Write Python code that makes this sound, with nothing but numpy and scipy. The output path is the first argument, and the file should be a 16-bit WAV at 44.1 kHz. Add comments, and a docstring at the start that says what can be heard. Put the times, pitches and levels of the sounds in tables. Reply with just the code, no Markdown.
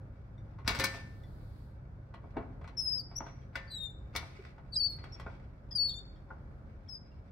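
"""Row-crop planter turned over in a shed.

The planter is jacked up and its drive wheel and chain are turned slowly. A dry joint squeaks
by stick-slip about once a second. The steel frame clanks and bumps, discs and loose parts ring,
chain links click, and a grainy, scrape-like noise swells briefly. The large shed echoes, over
a low rumble of distant machinery."""
import sys
import numpy as np
from scipy import signal
from scipy.fft import rfft, irfft, next_fast_len
from scipy.io import wavfile

SR = 44100
rng = np.random.default_rng(int(sys.argv[2]) if len(sys.argv) > 2 else 0)


def dump(signal):
    """Clip the signal to [-1, 1] and save it as 16-bit WAV at the path in sys.argv[1]."""
    limited = np.clip(np.atleast_2d(signal).T, -1, 1)
    pcm = np.round(limited * 32767).astype(np.int16)
    wavfile.write(sys.argv[1], SR, pcm)


N = 322371
TIME_S = np.arange(N) / SR
SIDES = np.array([[1], [-1]])  # left, right

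# Machinery spectrum. Each row: frequency in Hz, relative density in dB.
RUMBLE_SPECTRUM = [(21, -28.5), (36, 2.5), (75, 1.5), (107, -2.5), (186, -10), (222, -13), (332, -18.5),
                   (497, -24.5), (536, -22), (1110, -32.5), (1470, -32), (2760, -56), (4580, -58.5),
                   (8610, -68.5), (15000, -70.5)]
# Stereo width of the rumble. Each row: frequency in Hz, side over mid in dB.
RUMBLE_WIDTH = [(100, -16), (180, -14.5), (350, -10), (700, -1.5), (2000, 2), (10000, 1)]
# Motors. Each row: frequency in Hz, relative start level in dB, fade in dB per second, end in seconds.
MOTOR_HUMS = [(101.9, -52, 1.5, 6.5), (130.9, -56.5, -0.14, 7.3)]
# Shed reverberation. Each row: frequency in Hz, T60 in seconds.
SHED_DECAY = [(100, 3.1), (500, 0.42), (2000, 0.59), (5000, 0.38), (10000, 0.56), (16000, 0.093)]
# Hiss, and brief swells of grainy noise. Each row: start in seconds, length in seconds, relative dB.
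HISS_SPELLS = [(0.984, 0.813, -75), (4.25, 0.36, -83)]
NOISE_SWELLS = [(3.076, 0.41, -71), (4.241, .31, -56.5), (4.912, 0.597, -66)]
# Spectra of hiss, grainy noise and impact contacts. Each row: frequency in Hz, gain in dB.
HISS_SPECTRUM = [(1500, -18), (4400, 7), (6000, -8), (10000, -5), (12000, -5), (15500, -8)]
GRAIN_SPECTRUM = [(200, -0.5), (550, 5), (1500, -2), (2400, -1), (3500, -6.5), (5000, -10),
                  (7000, -24), (15000, -46.5)]
CLANK_SPECTRUM = [(100, -1.5), (380, -9), (850, 1), (1800, -2.5), (3300, 0), (4900, -1), (7500, -14),
                  (15000, -22.5)]
BUMP_SPECTRUM = [(100, 2.5), (380, 0.5), (850, 11.5), (1600, -1), (3300, -10), (4900, -20), (7500, -37),
                 (15000, -52.5)]
# Chain pins seating. Each row: time in seconds, pitch in Hz, level in dB.
PIN_CLINKS = [(0.38, 3610, -67), (0.587, 3600, -77), (1.236, 3460, -61.5), (3.419, 3260, -72),
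              (5.146, 3400, -67), (5.713, 3334, -61), (6.16, 3280, -69.5), (6.878, 3300, -69.5),
              (7.117, 2750, -71.5)]
# Pin modes. Each row: multiple of the pitch, gain in dB, T60 in seconds.
PIN_MODES = [(0.571, -2.5, 0.12), (1, -0.5, 0.12), (1.032, -11, 0.043), (1.6, -14, 0.16),
             (1.719, -28.5, 0.083), (2.2, -17, 0.035)]
# Loose parts. Each row: time in seconds, centre frequency in Hz, level in dB, T60 in seconds.
PART_KNOCKS = [(2.37, 240.3, -43.5, 0.39), (2.370, 745, -33, 0.039), (3.206, 1075, -51.5, 0.1),
               (3.554, 1507, -29.5, 0.036), (4.387, 388, -43, 0.076), (5.266, 1420, -43, 0.11),
               (6.306, 1427, -43.5, 0.085)]
# Frame shudders and blows that ring the discs. Each row: time in seconds, level in dB.
FRAME_SHUDDERS = [(0.65, -33), (0.7, -33), (0.786, -31.5), (4.152, -39)]
DISC_STRIKES = [(0.68, -48), (0.80, -33), (3.556, -47)]
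# Disc modes. Each row: frequency in Hz, gain in dB, T60 in seconds.
DISC_MODES = [(540, -6.5, 0.46), (1210, -29.5, 0.87), (1400, -11, 0.14), (1783, -1.5, 0.66),
              (2060, -11.5, .4), (2430, -12, .33), (2820, -20, 0.17), (3750, -18, 0.18), (4240, -29, 0.51),
              (4500, -37, .33), (4770, -10, 0.17), (6340, -22.5, 0.16)]
# Main frame resonances. Each row: frequency in Hz, width in Hz, lift in dB.
FRAME_RESONANCES = [(556, 10, 9.5), (1104, 41, 2.5), (1432, 65, 6.5), (2020, 140, 6), (2283, 160, 5.5),
                    (3140, 23, -1.5), (3850, 72, 4.5), (4330, 26, 1), (4760, 250, 2), (5600, 68, 8.5),
                    (7940, 130, 11.5), (11860, 200, 10)]
# Steel on steel. Each row: time in seconds, relative level in dB, tilt in dB per octave,
# extra bass in dB, chatter T60 in seconds.
STEEL_CLANKS = [(0.677, -28.5, -1.5, -1.5, .035), (0.698, -42, -3, -14, .12), (0.747, -42.5, -3, -3.5, .1),
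                (0.789, -31, 1.5, 1.5, 0.0099), (0.796, -32.5, -1.04, -0.5, .06),
                (0.839, -30.5, 1.73, 6, .045), (0.938, -53, -3, 7.5, .18), (3.555, -37.5, -5.5, -21, .05),
                (4.151, -41, -4, -2, .05), (4.161, -40, 2, 3, .025)]
# Drive taking up slack. Each row: time in seconds, relative level in dB, tilt in dB per octave,
# extra bass in dB.
SLACK_BUMPS = [(0.586, -55.5, 1.5, -0.5), (2.14, -54, 2, -7), (2.24, -65, -9, 0.5), (2.367, -42, -2.5, 6.5),
               (2.614, -60, 0, 4), (2.642, -52.5, 1, -3), (2.676, -51.5, 5.5, -2.5), (3.113, -55, -1, -5),
               (3.205, -50.5, -6, -10.5), (3.264, -49, 0.5, -0.5), (3.285, -64.5, 5, 6.5),
               (4.227, -54, -2.5, -5), (4.581, -61, 1, 0.5), (4.986, -58.5, 3.5, 5.5), (5.039, -51, 4, 3.5),
               (5.197, -51.5, 6, 3.5), (5.263, -50, -4.5, -8.5), (6.304, -53.5, -9.5, -24)]
# Squeak overtones as the frame radiates them. 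Each row: frequency in Hz, relative gain in dB.
OVERTONE_SPECTRUM = [(7200, -19.5), (7800, -14), (9000, -34.5), (10300, -28), (11500, -28), (13500, -33.5),
                     (15500, -31)]
# Dry joint. Each row: start in seconds, length in seconds, first and last pitch in Hz,
# relative level in dB, fade in dB, roughness (0 is smooth).
JOINT_SQUEAKS = [(2.768, 0.22, 5443, 5024, -34.5, 2.5, 0.27), (2.98, 0.04, 4887, 4706, -38, 6, 0.45),
                 (3.153, 0.037, 5490, 5950, -39, -3, 0.43), (3.674, 0.075, 4630, 4480, -55, 10, 0.54),
                 (3.701, 0.095, 4224, 3764, -44, -0.5, 0.5), (3.793, 0.12, 3718, 3603, -40.5, 12.5, 0.03),
                 (4.721, .032, 4660, 4440, -41.5, 15.5, .3), (4.73, 0.035, 4150, 4056, -42.5, 0, 0.42),
                 (4.754, 0.04, 4914, 4733, -27.5, 6, 0.3), (4.792, 0.084, 4557, 4460, -31, -0.5, 0),
                 (4.87, .105, 4435, 4350, -40.5, 7, 0.25), (5.12, 0.042, 5370, 5580, -48, 14, 0.38),
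                 (5.708, 0.038, 5120, 4860, -42.5, 9.5, 0.7), (5.748, 0.033, 4890, 4727, -30.5, 6.5, .4),
                 (5.77, 0.18, 4670, 4379, -31, 12.5, 0.2), (5.87, 0.045, 5080, 5150, -61.5, 13, .7),
                 (5.878, 0.073, 3810, 3630, -48, 6.5, 1.01), (5.936, 0.077, 3650, 3578, -45.5, 12.5, 0),
                 (6.883, .1, 5320, 4980, -45.5, 10, 0.23)]


def undb(db):
    """Decibels to gain."""
    return 10 ** (np.asarray(db) / 20)


def unit(x):
    """Scale to rms 1."""
    return x / np.sqrt(np.mean(x ** 2))


def along(points, hz):
    """Interpolate (Hz, value) points in log frequency."""
    point_hz, value = np.transpose(points)
    return np.interp(np.log(np.maximum(hz, 1)), np.log(point_hz), value)


def colour(x, db_at):
    """Filter by a dB gain given as a function of Hz."""
    n = next_fast_len(x.shape[-1])
    gain = undb(db_at(np.fft.rfftfreq(n, 1 / SR)))
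    return irfft(rfft(x, n) * gain, n)[..., :x.shape[-1]]


def wander(rate_hz, n):
    """Smooth random motion, spread near 1."""
    at = np.arange(n) * rate_hz / SR
    return np.interp(at, np.arange(n), rng.standard_normal(n)) * np.sqrt(3 / 2)


def swell(t, length_s, rise_s, fall_s):
    """Trapezoid envelope."""
    return np.clip(np.minimum(t / rise_s, (length_s - t) / fall_s), 0, 1)


def pan(left_db):
    """Constant-power stereo gains, left over right."""
    return unit(undb(SIDES * left_db / 2))


def noise_pair(n, apart):
    """Two noises sharing all but the fraction `apart` of their power."""
    return np.sqrt(1 - apart) * rng.standard_normal(n) + np.sqrt(apart) * rng.standard_normal((2, n))


def add(out, start_s, sound):
    """Mix a sound in."""
    i = max(int(start_s * SR), 0)
    out[:, i:i + sound.shape[-1]] += sound[..., :N - i]


def rumble(level_db=-49, throb_hz=19, drone_hz=535, drone_width_hz=22):
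    """Distant machinery drones and throbs: bass centred, upper range diffuse."""
    def shape_db(f):
        drone_db = 6 / (1 + (2 * (f - drone_hz) / drone_width_hz) ** 2)
        return along(RUMBLE_SPECTRUM, f) + 1.5 * f / (f + 3000) + drone_db

    mid = colour(rng.standard_normal(N), shape_db)
    side = colour(rng.standard_normal(N), lambda f: shape_db(f) + along(RUMBLE_WIDTH, f))
    air = (mid + side * SIDES) / np.std(mid) * undb(level_db + wander(4.3, N))
    throbbing = colour(air, lambda f: along([(150, -15), (400, -19)], f))
    return air + 0.12 * np.sin(2 * np.pi * throb_hz * TIME_S) * throbbing


def motors(gain_db=-1, waver_db=2, die_s=1.5):
    """Two motors hum, waver and die away."""
    out = np.zeros(N)
    for hz, db, fade_db_per_s, end_s in MOTOR_HUMS:
        phase = 2 * np.pi * np.cumsum(hz + 0.6 * wander(10, N)) / SR
        running = np.clip((end_s - TIME_S) / die_s, 0, 1)
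        level_db = db + gain_db - fade_db_per_s * TIME_S + waver_db * wander(4.4, N)
        out += np.sqrt(2) * np.sin(phase) * running * undb(level_db)
    return out


def shed(x, tail_db, near_db, near_s, build_s=0.033):
    """Add quick reflections from nearby panels and the hall's diffuse tail, dull at its end."""
    t, f = TIME_S[:SR], np.fft.rfftfreq(SR, 1 / SR)
    spectrum, tail = rfft(rng.standard_normal((2, SR))), 0
    bands_hz = np.geomspace(100, 16000, 8)
    for hz, weights in zip(bands_hz, np.eye(len(bands_hz))):
        band = irfft(spectrum * along(np.c_[bands_hz, weights], f), SR)
        tail = tail + band * undb(-60 * t / along(SHED_DECAY, hz))
    tail = unit(tail * (1 - np.exp(-t / build_s))) / np.sqrt(SR)
    taps = rng.standard_normal((2, SR)) * (rng.random((2, SR)) < 0.02)
    near = unit(taps * np.exp(-t / near_s) * (t > 0.001)) / np.sqrt(SR)
    echoes = undb(near_db) * signal.fftconvolve(x, near, axes=1)[:, :N]
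    echoes += undb(tail_db) * signal.fftconvolve(x.mean(axis=0)[None], tail, axes=1)[:, :N]
    # long waves arrive alike at both ears
    side = colour((echoes[0] - echoes[1]) / 2, lambda f: along([(150, -11), (1200, 2.5)], f))
    return x + echoes.mean(axis=0) + side * SIDES


def hiss(gain_db=-1, fade_s=0.17):
    """Thin hiss lingers after the big clanks."""
    level = sum(undb(db + gain_db) * swell(TIME_S - start_s, length_s, fade_s, fade_s)
                for start_s, length_s, db in HISS_SPELLS)
    noise = colour(noise_pair(N, apart=1), lambda f: along(HISS_SPECTRUM, f))
    return pan(left_db=3) * unit(noise) * level


def frame_lift_db(f):
    """Summed lift of the frame's main resonances."""
    return sum(db / (1 + (2 * (f - hz) / width_hz) ** 2) for hz, width_hz, db in FRAME_RESONANCES)


def grainy_noise(floor_db=-74.5, gain_db=-3, grain_db=4, waver_db=2):
    """Brief swells of grainy, scrape-like midrange noise over a faint floor."""
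    white = noise_pair(N, apart=1)
    noise = unit(colour(white, lambda f: along(GRAIN_SPECTRUM, f) + 0.15 * frame_lift_db(f)))
    swells = sum(undb(db) * swell(TIME_S - start_s, length_s, rise_s=0.08, fall_s=0.083)
                 for start_s, length_s, db in NOISE_SWELLS)
    grains = undb(gain_db + grain_db * wander(250, N) + waver_db * wander(19, N))
    return noise * (undb(floor_db) + swells) * grains


def pins(buzz_rad=0.29):
    """Chain pins drop onto their seats and buzz briefly."""
    out, t = np.zeros((2, N)), TIME_S[:SR // 4]
    for start_s, hz, db in PIN_CLINKS:
        for multiple, mode_db, t60_s in PIN_MODES:
            phase = 2 * np.pi * hz * multiple * t + buzz_rad * wander(600, len(t))
            add(out, start_s, pan(left_db=2) * np.sin(phase) * undb(db + mode_db - 60 * t / t60_s))
    return out


def loose_parts(mode_spacing=0.09):
    """Each knocked part rings on three close, heavily damped modes."""
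    out, t = np.zeros((2, N)), TIME_S[:SR // 3]
    for start_s, centre_hz, db, t60_s in PART_KNOCKS:
        envelope = undb(db - 60 * t / t60_s)
        for k in (-1, 0, 1):
            hz = centre_hz * (1 + mode_spacing * (k + 0.22 * rng.standard_normal()))
            add(out, start_s, (-0.5) ** abs(k) * np.sin(2 * np.pi * hz * t) * envelope)
    return out


def shudders(nominal_hz=(58, 97), scatter=0.19, rise_s=0.0016, t60_s=0.24):
    """The heavy frame sways on its two lowest modes."""
    out, t = np.zeros((2, N)), TIME_S[:SR]
    for start_s, db in FRAME_SHUDDERS:
        modes_hz = [hz * (1 + scatter * rng.standard_normal()) for hz in nominal_hz]
        sway = sum(np.sin(2 * np.pi * hz * t) for hz in modes_hz)
        add(out, start_s, sway * (1 - np.exp(-t / rise_s)) * undb(db - 60 * t / t60_s))
    return out


def discs():
    """Steel discs ring after heavy blows; mode levels vary a little each time."""
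    out, t = np.zeros((2, N)), TIME_S[:SR]
    for start_s, db in DISC_STRIKES:
        for hz, mode_db, t60_s in DISC_MODES:
            envelope = undb(db + mode_db + rng.standard_normal() - 60 * t / t60_s)
            add(out, start_s, pan(left_db=2) * np.sin(2 * np.pi * hz * (start_s + t)) * envelope)
    return out


def frame(x, low_t60_s=0.19, gain_db=-6.5, mode_count=520):
    """The steel frame answers with dense, short-lived modes, the high ones dying first."""
    t = TIME_S[:SR // 5]
    ring = np.zeros((2, len(t)))
    for k, (offset, cycles, size, skew) in enumerate(rng.standard_normal((mode_count, 4))):
        hz = 150 + 15600 * ((k + 1 + 0.3 * offset) / mode_count) ** 1.5
        t60_s = low_t60_s * np.sqrt(2000 / max(hz, 2000))
        ears_rad = SIDES * skew * min(hz / 1500, 0.6)  # short waves reach the ears out of step
        envelope = undb(2 * size - 60 * t / t60_s) * hz ** (1 / 6) / np.sqrt(t60_s)
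        ring += np.sin(2 * np.pi * (hz * t + cycles) + ears_rad) * envelope
    ringing = signal.fftconvolve(x, unit(ring) / np.sqrt(len(t)), axes=1)[:, :N]
    return colour(x + ringing, lambda f: gain_db + frame_lift_db(f))


def impact(t, spectrum, tilt_db_per_oct, bass_db, left_db, chatter_t60_s):
    """Parts strike at t = 0 and chatter; a faint dull noise swells just before and fades after."""
    def contact_db(f):
        tilt_db = tilt_db_per_oct * np.log2(np.clip(f, 300, 9000) / 1600)
        shelf_db = bass_db / (1 + (f / 550) ** 4)
        # bass centred, top to the left
        lean_db = along([(700, 0.0056), (2200, left_db), (4000, left_db), (9000, left_db + 6)], f)
        return along(spectrum, f) + tilt_db + shelf_db + SIDES * lean_db / 2

    rise_s, lead_in_t60_s, tail_t60_s, chatter_db = 0.001, 0.098, 0.54, 3
    contact = colour(noise_pair(len(t), apart=0.14), contact_db)
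    dull = colour(contact, lambda f: along([(400, 0.5), (2000, -3.5), (9000, -19.5)], f))
    after_s = np.maximum(t, 0)
    attack = 1 - np.exp(-after_s / rise_s)
    strike = attack * undb(-60 * after_s / chatter_t60_s)
    lead_in = undb(-16 - 60 * np.abs(t) / lead_in_t60_s)
    tail = attack * undb(-18 - 60 * after_s / tail_t60_s)
    return (contact * strike + dull * (lead_in + tail)) * undb(chatter_db * wander(506, len(t)))


def blows(gain_db=16, lead_s=0.03):
    """Hard clanks and dull bumps land on the frame."""
    out, t = np.zeros((2, N)), TIME_S[:SR // 2] - lead_s
    for strike_s, db, tilt, bass_db, chatter_t60_s in STEEL_CLANKS:
        clank = impact(t, CLANK_SPECTRUM, tilt, bass_db, left_db=5, chatter_t60_s=chatter_t60_s)
        add(out, strike_s - lead_s, clank * undb(db + gain_db))
    for strike_s, db, tilt, bass_db in SLACK_BUMPS:
        bump = impact(t, BUMP_SPECTRUM, tilt, bass_db, left_db=3, chatter_t60_s=0.036)
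        add(out, strike_s - lead_s, bump * undb(db + gain_db))
    return out


def dry_joint(gain_db=-2, flutter_db=5, flicker_db=4, hold_share=0.48, settle_s=0.075):
    """Stick-slip locks on one shrill mode; where grip is poor, pitch and level shake."""
    catch_s, let_go_s, locked_share = 0.023, 0.02, 0.37
    out, n = np.zeros((2, N)), SR // 2
    t = TIME_S[:n]
    for start_s, length_s, first_hz, last_hz, db, fade_db, roughness in JOINT_SQUEAKS:
        age_s = np.minimum(t, length_s)
        # pitch settles as the joint slows
        glide = np.expm1(-age_s / settle_s) / np.expm1(-length_s / settle_s)
        hz = first_hz + (last_hz - first_hz) * glide
        # grip is roughest as it catches and lets go
        slipping = np.exp(-age_s / catch_s) + np.exp((age_s - length_s) / let_go_s)
        rough = roughness * np.minimum(locked_share + slipping, 1)
        jitter = 0.039 * rough ** 2 * wander(800, n)
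        waver = 0.0055 * wander(70, n) + 0.0066 * wander(35, n)
        phase = 2 * np.pi * np.cumsum(hz * (1 + jitter + waver)) / SR
        tone = pan(left_db=6) * np.sin(phase)
        for k, trim_db in ((2, 1), (3, -3), (4, -7)):
            overtone_db = along(OVERTONE_SPECTRUM, k * hz) + trim_db + flicker_db * wander(60, n)
            tone += pan(left_db=10) * undb(overtone_db) * np.sin(k * phase) * (k * hz < SR / 2)
        faded = np.maximum(age_s / length_s - hold_share, 0) / (1 - hold_share)
        level_db = db + gain_db - fade_db * faded + flutter_db * rough * wander(170, n)
        grip = swell(t, length_s, rise_s=0.012, fall_s=0.0072)
        add(out, start_s, np.sqrt(2) * tone * grip * undb(level_db))
    return out


def scene():
    """Clanks and squeaks in the shed, over the rumble."""
    steel = frame(blows() + grainy_noise()) + loose_parts() + pins()
    clatter = shed(steel, tail_db=-16, near_db=-11, near_s=0.004)
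    squeaks = shed(dry_joint(), tail_db=-17, near_db=-3.5, near_s=0.011)
    return clatter + squeaks + discs() + shudders() + hiss() + rumble() + motors()


def record(dry):
    """Band-limit to 30 Hz - 15.8 kHz."""
    highpass = signal.butter(3, 30, "highpass", fs=SR, output="sos")
    lowpass = signal.ellip(10, 0.2, 70, 15800, fs=SR, output="sos")
    return signal.sosfilt(lowpass, signal.sosfilt(highpass, dry))


dry = scene()
out = record(dry)
dump(out)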